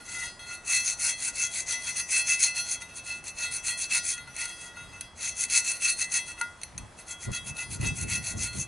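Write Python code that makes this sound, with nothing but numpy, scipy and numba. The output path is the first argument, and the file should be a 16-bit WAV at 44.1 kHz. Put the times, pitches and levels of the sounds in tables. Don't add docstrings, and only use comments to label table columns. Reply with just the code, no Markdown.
import sys
import numpy as np
from scipy import signal
from scipy.io import wavfile
from numba import njit

SR = 44100
rng = np.random.default_rng(int(sys.argv[2]) if len(sys.argv) > 2 else 0)


def persist_wave(psi):
    counts = np.round(np.clip(psi, -1, 1) * 32767).astype(np.int16)
    wavfile.write(sys.argv[1], SR, np.atleast_2d(counts).T)


def makeup_ratio(level_db):
    decades = np.asarray(level_db, float) / 20
    return 10 ** decades


N = 382347

# fastest moment in seconds, length in seconds, rasp level in dB,
# flange ring in dB relative to the rasp.
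PUSH_STROKES = [(0.15, 0.12, -39, -5), (0.745, 0.089, -24.5, -6.5), (1.068, 0.089, -23.5, -7),
                (1.416, 0.086, -27, -9.5), (1.718, 0.062, -26, -4), (1.989, 0.053, -31.5, 1.5),
                (2.316, 0.075, -27.5, -2.5), (2.586, 0.051, -32.5, 3.8), (2.819, .02, -39.5, 4.5),
                (3.098, .066, -37.5, -0.3), (3.428, 0.075, -33.5, 2), (3.692, 0.063, -29, .3),
                (3.952, 0.061, -23.5, -0.5), (4.412, 0.082, -34.5, -3.5), (4.5, 0.056, -46.5, 3),
                (5.257, .088, -30, -4.5), (5.559, 0.073, -22, -4.5), (5.875, 0.082, -26, -1.5),
                (6.159, 0.061, -26, -6), (7.108, 0.052, -40, 0), (7.354, 0.052, -36.5, 2.5),
                (7.604, 0.059, -38, 4), (7.857, 0.063, -34, 5), (8.137, 0.07, -29.5, -2),
                (8.436, 0.076, -31, -1.5)]
PULL_STROKES = [(0.233, 0.1, -39, -6), (0.525, 0.077, -43.5, -6), (0.896, 0.074, -28.5, -9),
                (1.257, 0.083, -30, -7.5), (1.577, 0.079, -26.5, -15), (1.879, 0.085, -32.5, -3.5),
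                (2.165, 0.083, -23.5, -7.5), (2.435, 0.051, -23.5, -13.5), (2.462, 0.082, -29.5, -2.5),
                (2.72, 0.083, -32, -3.5), (2.979, 0.04, -42, -2.5), (3.165, .058, -48.5, -4),
                (3.281, 0.045, -37, -4), (3.559, 0.062, -35, -2.5), (3.825, .058, -30, -7.5),
                (4.104, 0.071, -26.5, -12.5), (4.632, 0.098, -46.5, -3.5), (5.419, 0.064, -26.5, -10),
                (5.689, 0.06, -27.5, -4.5), (5.725, 0.1, -40.5, 2.5), (6.019, .055, -29, -4.5),
                (6.297, .05, -41.5, -3), (6.403, 0.019, -50.5, -6), (7.0, 0.032, -49.5, 3),
                (7.241, 0.05, -39, -4.5), (7.485, 0.048, -38.5, -3), (7.739, 0.048, -36, -7),
                (8.009, 0.064, -34, -6), (8.287, 0.069, -30.5, -7), (8.597, 0.077, -35, -6.5)]
PUSH_RISE, PULL_RISE = 0.54, 0.58
PUSH_EDGE_DB, PULL_EDGE_DB, EDGE_PER_DB = -1.06, -1, -0.13
HALF_GRIP_DB = -32.5

# frequency in Hz, width in Hz, level in dB, left minus right in dB.
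BLADE_RESONANCES = [(1544, 53, -24.5, 3.5), (2170, 360, -13, 0), (2515, 86, -22.5, -15),
                    (3380, 540, -19.5, -4), (4310, 480, -9, 2), (5260, 1000, -14, 2.5),
                    (6356, 510, -1.5, 2.5), (7150, 500, -10.5, 6.5), (7805, 550, -8, 2.5),
                    (8880, 1100, -12, -8), (9556, 960, -3.5, 0.3), (10180, 800, -7, 1),
                    (10720, 500, -11, 1)]
# time in seconds, gain in dB of the upper edge
BLADE_BOW = [
    (0, -1),
    (2, -3),
    (4.4, -3.5),
    (5.2, -1),
    (6.4, -4.5),
    (7.1, 5),
    (8.6, 1),
]

# frequency in Hz, number of the mode family.
FLANGE_MODES = [(937, 1), (1421, 1), (1927, 2), (2025, 2), (2626, 0), (2830, 3), (3322, 3), (3774, 3),
                (4248, 4), (4834, 4), (4919, 3), (5933, 4), (6380, 4), (7000, 3), (7795, 3), (8354, 4),
                (8852, 3), (9020, 3), (9652, 3), (10135, 3), (10790, 3), (10919, 4)]
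# level in dB, free decay time t60 in seconds, left minus right in dB.
FLANGE_RINGS = [(-12.5, 0.11, 4), (-11, 0.4, 1), (-11.5, 0.44, 0), (-5.5, 0.41, 2), (3.5, 0.24, 0),
                (-22, 0.26, 1), (-12.5, 0.5, 0), (-18.5, 0.28, 7), (-8.5, 0.3, -0.5), (-26.5, 0.25, 17),
                (-20.5, 0.44, 0), (-9, 0.32, 0), (-8.5, 0.16, 4), (-33, 0.77, 17), (-29, 0.65, -8),
                (-15, 0.24, -0.5), (-44, 0.31, 4), (-30, .5, 2), (-15.5, 0.42, -1), (-38, .4, 23),
                (-41, 0.2, 53), (-12, 0.18, -14.5)]
# dB per step towards the rim, dB per step round it, offset in dB.
MODE_FAMILIES = [
    (0, 0, -2),
    (1.2, 0.07, 1.77),
    (1.04, 0.52, -0.4),
    (1.12, 0.07, 0),
    (0.28, 1.14, -0.5),
]
# time in seconds, steps towards the rim, steps round the rim.
CONTACT_PATH = [(0.0, 3, 0), (0.36, 10, 3), (0.75, -2.5, 5.5), (1.08, -5, 4.5), (1.44, 1, -3.5),
                (2.16, -5, 4.5), (2.88, -3.5, -4.5), (3.24, -2.5, 0), (3.96, -4, 1), (4.32, 3.5, -3),
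                (4.68, 7.5, -2), (5.04, 0.5, -3), (5.76, -9, 1), (6.48, 5.5, 2.5), (6.84, 0.5, -0.5),
                (7.56, 1, -10), (7.92, -2.5, -1.5), (8.64, -3.5, -3.5)]
PRESS_DAMP = 3.1
REST_DAMP, REST_S = 20.8, 0.063

# time in seconds, peak in dB, low flange modes in dB, high flange modes in dB,
# crack length in seconds.
BLADE_TAPS = [(0.393, -42, -21, -10, 0.0013), (2.82, -25.5, -15, -14, 0.002), (3.24, -32, -34, -41, 0.0025),
              (4.1794, -30, -21, -29, 0.0014), (4.2752, -39.5, 3.5, -30, 0.00095),
              (4.4544, -17, -24, -27, 0.0012), (4.7696, -40, -4, -20, 0.0015),
              (5.0089, -21.5, -29, -25, 0.0033), (6.6149, -30, -45, -19, 0.00098),
              (6.6328, -21.5, -33, -31, 0.0028), (6.7779, -23, -31, -25, 0.0038),
              (6.9875, -37, -22, -30, 0.002), (7.375, -42, -22, -5, 0.001), (7.62, -42, -17, -10, 0.001),
              (7.885, -39, -22, -6, 0.001), (6.4118, -18.5, -6, -27, 0.0029)]
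# time in seconds, peak in dB.
EDGE_CATCHES = [
    (1.2027, -23),
    (3.903, -31),
    (4.3635, -14),
    (5.499, -11),
    (5.8228, -12),
    (6.12, -12),
    (7.3163, -23),
    (7.5666, -17.5),
    (7.811, -18),
    (8.098, -11.5),
]
# time in seconds, ring level in dB, fade in seconds.
NUDGES = [(0.002, -36.5, 0.015), (0.3, -59, .02), (0.408, -46.5, 0.094), (2.84, -41, .02),
          (2.9, -34.5, 0.019), (4.178, -30.5, .018), (4.283, -36.5, 0.019), (4.68, -50, 0.079),
          (4.771, -40, 0.09), (4.93, -37.5, 0.038), (5.044, -39, 0.0082), (5.07, -68, 0.055),
          (6.385, -39, 0.021), (6.46, -56, .08), (6.57, -58, .04), (6.64, -54, .012), (6.79, -61, .012),
          (6.82, -56, 0.075), (6.93, -65, .04)]
NUDGE_RISE_S, NUDGE_RASP_DB = 0.016, -25

# strongest moment in seconds, level in dB, half length in seconds.
WIND_GUSTS = [(0.236, -62, 0.067), (1.22, -73, 0.11), (1.87, -56.5, 0.027), (2.92, -75, 0.13),
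              (3.6, -59.5, 0.19), (4.26, -55, 0.054), (4.9, -55, 0.1), (5.618, -66, 0.3),
              (6.417, -61, 0.043), (6.807, -42, 0.045), (7.298, -31, 0.021), (7.476, -41.5, 0.058),
              (7.72, -39, 0.046), (7.848, -31, 0.065), (8.026, -34, 0.048), (8.166, -37, 0.046),
              (8.376, -33.5, 0.061), (8.582, -36.5, 0.048)]
BREEZE_DB = -75
# frequency in Hz, level in dB per Hz.
TOWN_SPECTRUM = [(18, -33), (30, 0), (89, 0.5), (466, -9), (782, -4), (1810, -14), (2000, -13.5),
                 (2380, -26), (2690, -22), (3040, -21.5), (11000, -22), (14300, -57), (22000, -120)]
TOWN_DB = -52


def level(x, db):
    return x * makeup_ratio(db) / np.sqrt(np.mean(x ** 2))


def band(x, hz, width):
    return signal.lfilter(*signal.iirpeak(hz, hz / width, SR), x)


def walk(rate):
    levels = rng.standard_normal(4000)
    return 1.2 * np.interp(np.arange(N) * rate / SR, np.arange(len(levels)), levels)


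def pan(x, db):
    return x * makeup_ratio(np.array([[db], [-db]]) / 2)


def swell(s, rise, fall, edge=2.53):
    first, last = max(int((s - 0.5) * SR), 0), min(int((s + 0.5) * SR), N)
    i = np.arange(first, last)
    late = i / SR - s
    return i, np.exp(-np.abs(late / np.where(late < 0, rise, fall)) ** edge)


def strokes():
    power = np.full((3, N), 1e-12)
    pushes = PUSH_STROKES, PUSH_RISE, PUSH_EDGE_DB
    pulls = PULL_STROKES, PULL_RISE, PULL_EDGE_DB
    for rows, share, edge_db in (pushes, pulls):
        for s, length, rasp_db, ring_db in rows:
            i, bell = swell(s, share * length, (1 - share) * length)
            tilt_db = edge_db + EDGE_PER_DB * (rasp_db - HALF_GRIP_DB)
            power[:, i] += makeup_ratio(rasp_db + np.array([[0], [ring_db], [tilt_db]])) ** 2 * bell
    return np.sqrt(power)


def grit(shared, own_db, rate):
    slips = makeup_ratio(shared + own_db * walk(rate))
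    return level(slips * rng.standard_normal(N), 0)


def blade(rasp, edge, crack):
    slips = 1.9 * walk(330) + 1.2 * walk(60)
    bow_db = np.interp(np.arange(N) / SR, *np.transpose(BLADE_BOW))
    out = 0
    for hz, width, db, pan_db in BLADE_RESONANCES:
        share = np.clip((hz - 6500) / 2500, 0, 1)
        bow_share = np.clip((hz - 9900) / 200, -1, 1) * (hz > 9000)
        patches = makeup_ratio(2.7 * walk(18) + bow_db * bow_share)
        speed = rasp ** (1 - share) * edge ** share
        drive = speed * patches * grit(slips, own_db=1.5, rate=200)
        tone = band(band(drive + 0.95 * crack, hz, 1.47 * width), hz, 1.47 * width)
        out = out + pan(makeup_ratio(db) * np.sqrt(SR / width / 6) * tone, pan_db)
    return out


@njit
def ring(x, turn, loss):
    y, z = np.empty(len(x)), 0j
    for i in range(len(x)):
        z = z * turn * (1 - loss[i]) + x[i]
        y[i] = z.imag
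    return y


def flange(drive, rasp, blows):
    grip = rasp / (rasp + makeup_ratio(HALF_GRIP_DB))
    low_blows, high_blows = blows
    rest = signal.lfilter([1], [1, -np.exp(-1 / (REST_S * SR))], 1. * (low_blows > 0))
    force = drive * grit(0.72 * walk(90), own_db=2.5, rate=300)
    s, *place = np.transpose(CONTACT_PATH)
    out_step, round_step = (np.interp(np.arange(N) / SR, s, step) for step in place)
    favour = [out_db * out_step + round_db * round_step + db for out_db, round_db, db in MODE_FAMILIES]
    out = 0
    for (hz, family), (db, t60, pan_db) in zip(FLANGE_MODES, FLANGE_RINGS):
        linger = REST_DAMP * np.minimum(rest, 1) * (hz < 3000)
        loss = (np.log(1000) / t60 + PRESS_DAMP * grip + linger) / SR
        high = np.clip(np.log(hz / 1400) / 0.8, 0, 1)
        blow = low_blows ** (1 - high) * high_blows ** high
        node = makeup_ratio(favour[family] + 1.75 * walk(4.945))
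        push = node * (0.04 * force + 1.5 * blow)
        out = out + pan(makeup_ratio(db) * ring(push, np.exp(2j * np.pi * hz / SR), loss), pan_db)
    return out


def taps():
    crack, blows = np.zeros(N), np.zeros((2, N))
    catches = [(s, db - 12.0, -30, -30, 0.004) for s, db in EDGE_CATCHES]
    for s, db, low_db, high_db, length in list(BLADE_TAPS) + catches:
        i = int(s * SR)
        noise = rng.standard_normal(1000)
        crack[i:i + 1000] += makeup_ratio(db) * noise * np.exp(-np.arange(1000) / (SR * length))
        blows[:, i] = makeup_ratio(db + np.array([low_db, high_db]))
    return crack, blows


def nudges():
    light = np.zeros(N)
    for s, db, fade in NUDGES:
        i, shape = swell(s, NUDGE_RISE_S, fade, edge=1)
        light[i] += makeup_ratio(db) * shape
    return light


def ground(x):
    t = np.arange(6000) / SR
    decay = np.exp(-t / 0.013) + 0.037 * np.exp(-t / 0.048)
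    tails = rng.standard_normal((2, len(t))) * decay * (t > 0.0005)
    tails /= np.sqrt((tails ** 2).sum(axis=1, keepdims=True))
    scatter = signal.fftconvolve(x.mean(axis=0, keepdims=True), tails, axes=1)[:, :N]
    return x + makeup_ratio(-13.0) * scatter


def gusts():
    power = makeup_ratio(BREEZE_DB + 5.2 * walk(8.1)) ** 2
    for s, db, half in WIND_GUSTS:
        i, bell = swell(s, half, half, edge=1.72)
        power[i] += makeup_ratio(db) ** 2 * bell
    return np.sqrt(power)


def wind():
    gust = gusts()
    puffs = makeup_ratio(2.15 * walk(25))
    thump = level(band(band(rng.standard_normal(N) * puffs, 89, 98), 95, 116), 0)
    both, left, right = (level(band(band(rng.standard_normal(N) * puffs, 140, 320), 160, 410), 0)
                         for _ in range(3))
    flutter = makeup_ratio(-1.5) * gust * gust / (gust + makeup_ratio(-25))
    eddy = makeup_ratio(0.5) * gust * thump + 1.2 * flutter * both
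    later = np.roll(eddy, 40)
    return np.array([eddy + 1.3 * flutter * left, later + 0.54 * flutter * right])


def town():
    out, surge = 0, walk(0.2)
    hzs, dbs = np.transpose(TOWN_SPECTRUM)
    for hz in 30 * 2 ** np.arange(0, 8.6, 0.5):
        mid, side = (band(band(rng.standard_normal(N), hz, hz / 2), hz, hz / 2) for _ in range(2))
        flicker = (1.2 + 0.18 * hz / 1000) * walk(7)
        db = np.interp(np.log(hz), np.log(hzs), dbs) + 0.15 * surge + flicker
        width = np.clip(hz / 1800, 0.18, 0.4)
        out = out + makeup_ratio(db) * (mid + width * side * np.array([[1], [-1]]))
    return level(out, TOWN_DB)


def scene():
    rasp, drive, edge = strokes()
    light = nudges()
    brush = light * makeup_ratio(NUDGE_RASP_DB)
    crack, blows = taps()
    steel = blade(rasp + brush, edge + brush, crack) + flange(drive + 0.47 * light, rasp, blows)
    steel = signal.sosfilt(signal.butter(4, 1150, "high", fs=SR, output="sos"), steel)
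    return ground(steel) + town() + wind()


def low_pass(x):
    return signal.sosfilt(signal.butter(12, 12360, fs=SR, output="sos"), x)


def record(dry):
    cut = signal.sosfilt(signal.ellip(14, 0.3, 60, 11000, fs=SR, output="sos"), dry)
    return low_pass(cut)


dry = scene()
out = record(dry)
persist_wave(out)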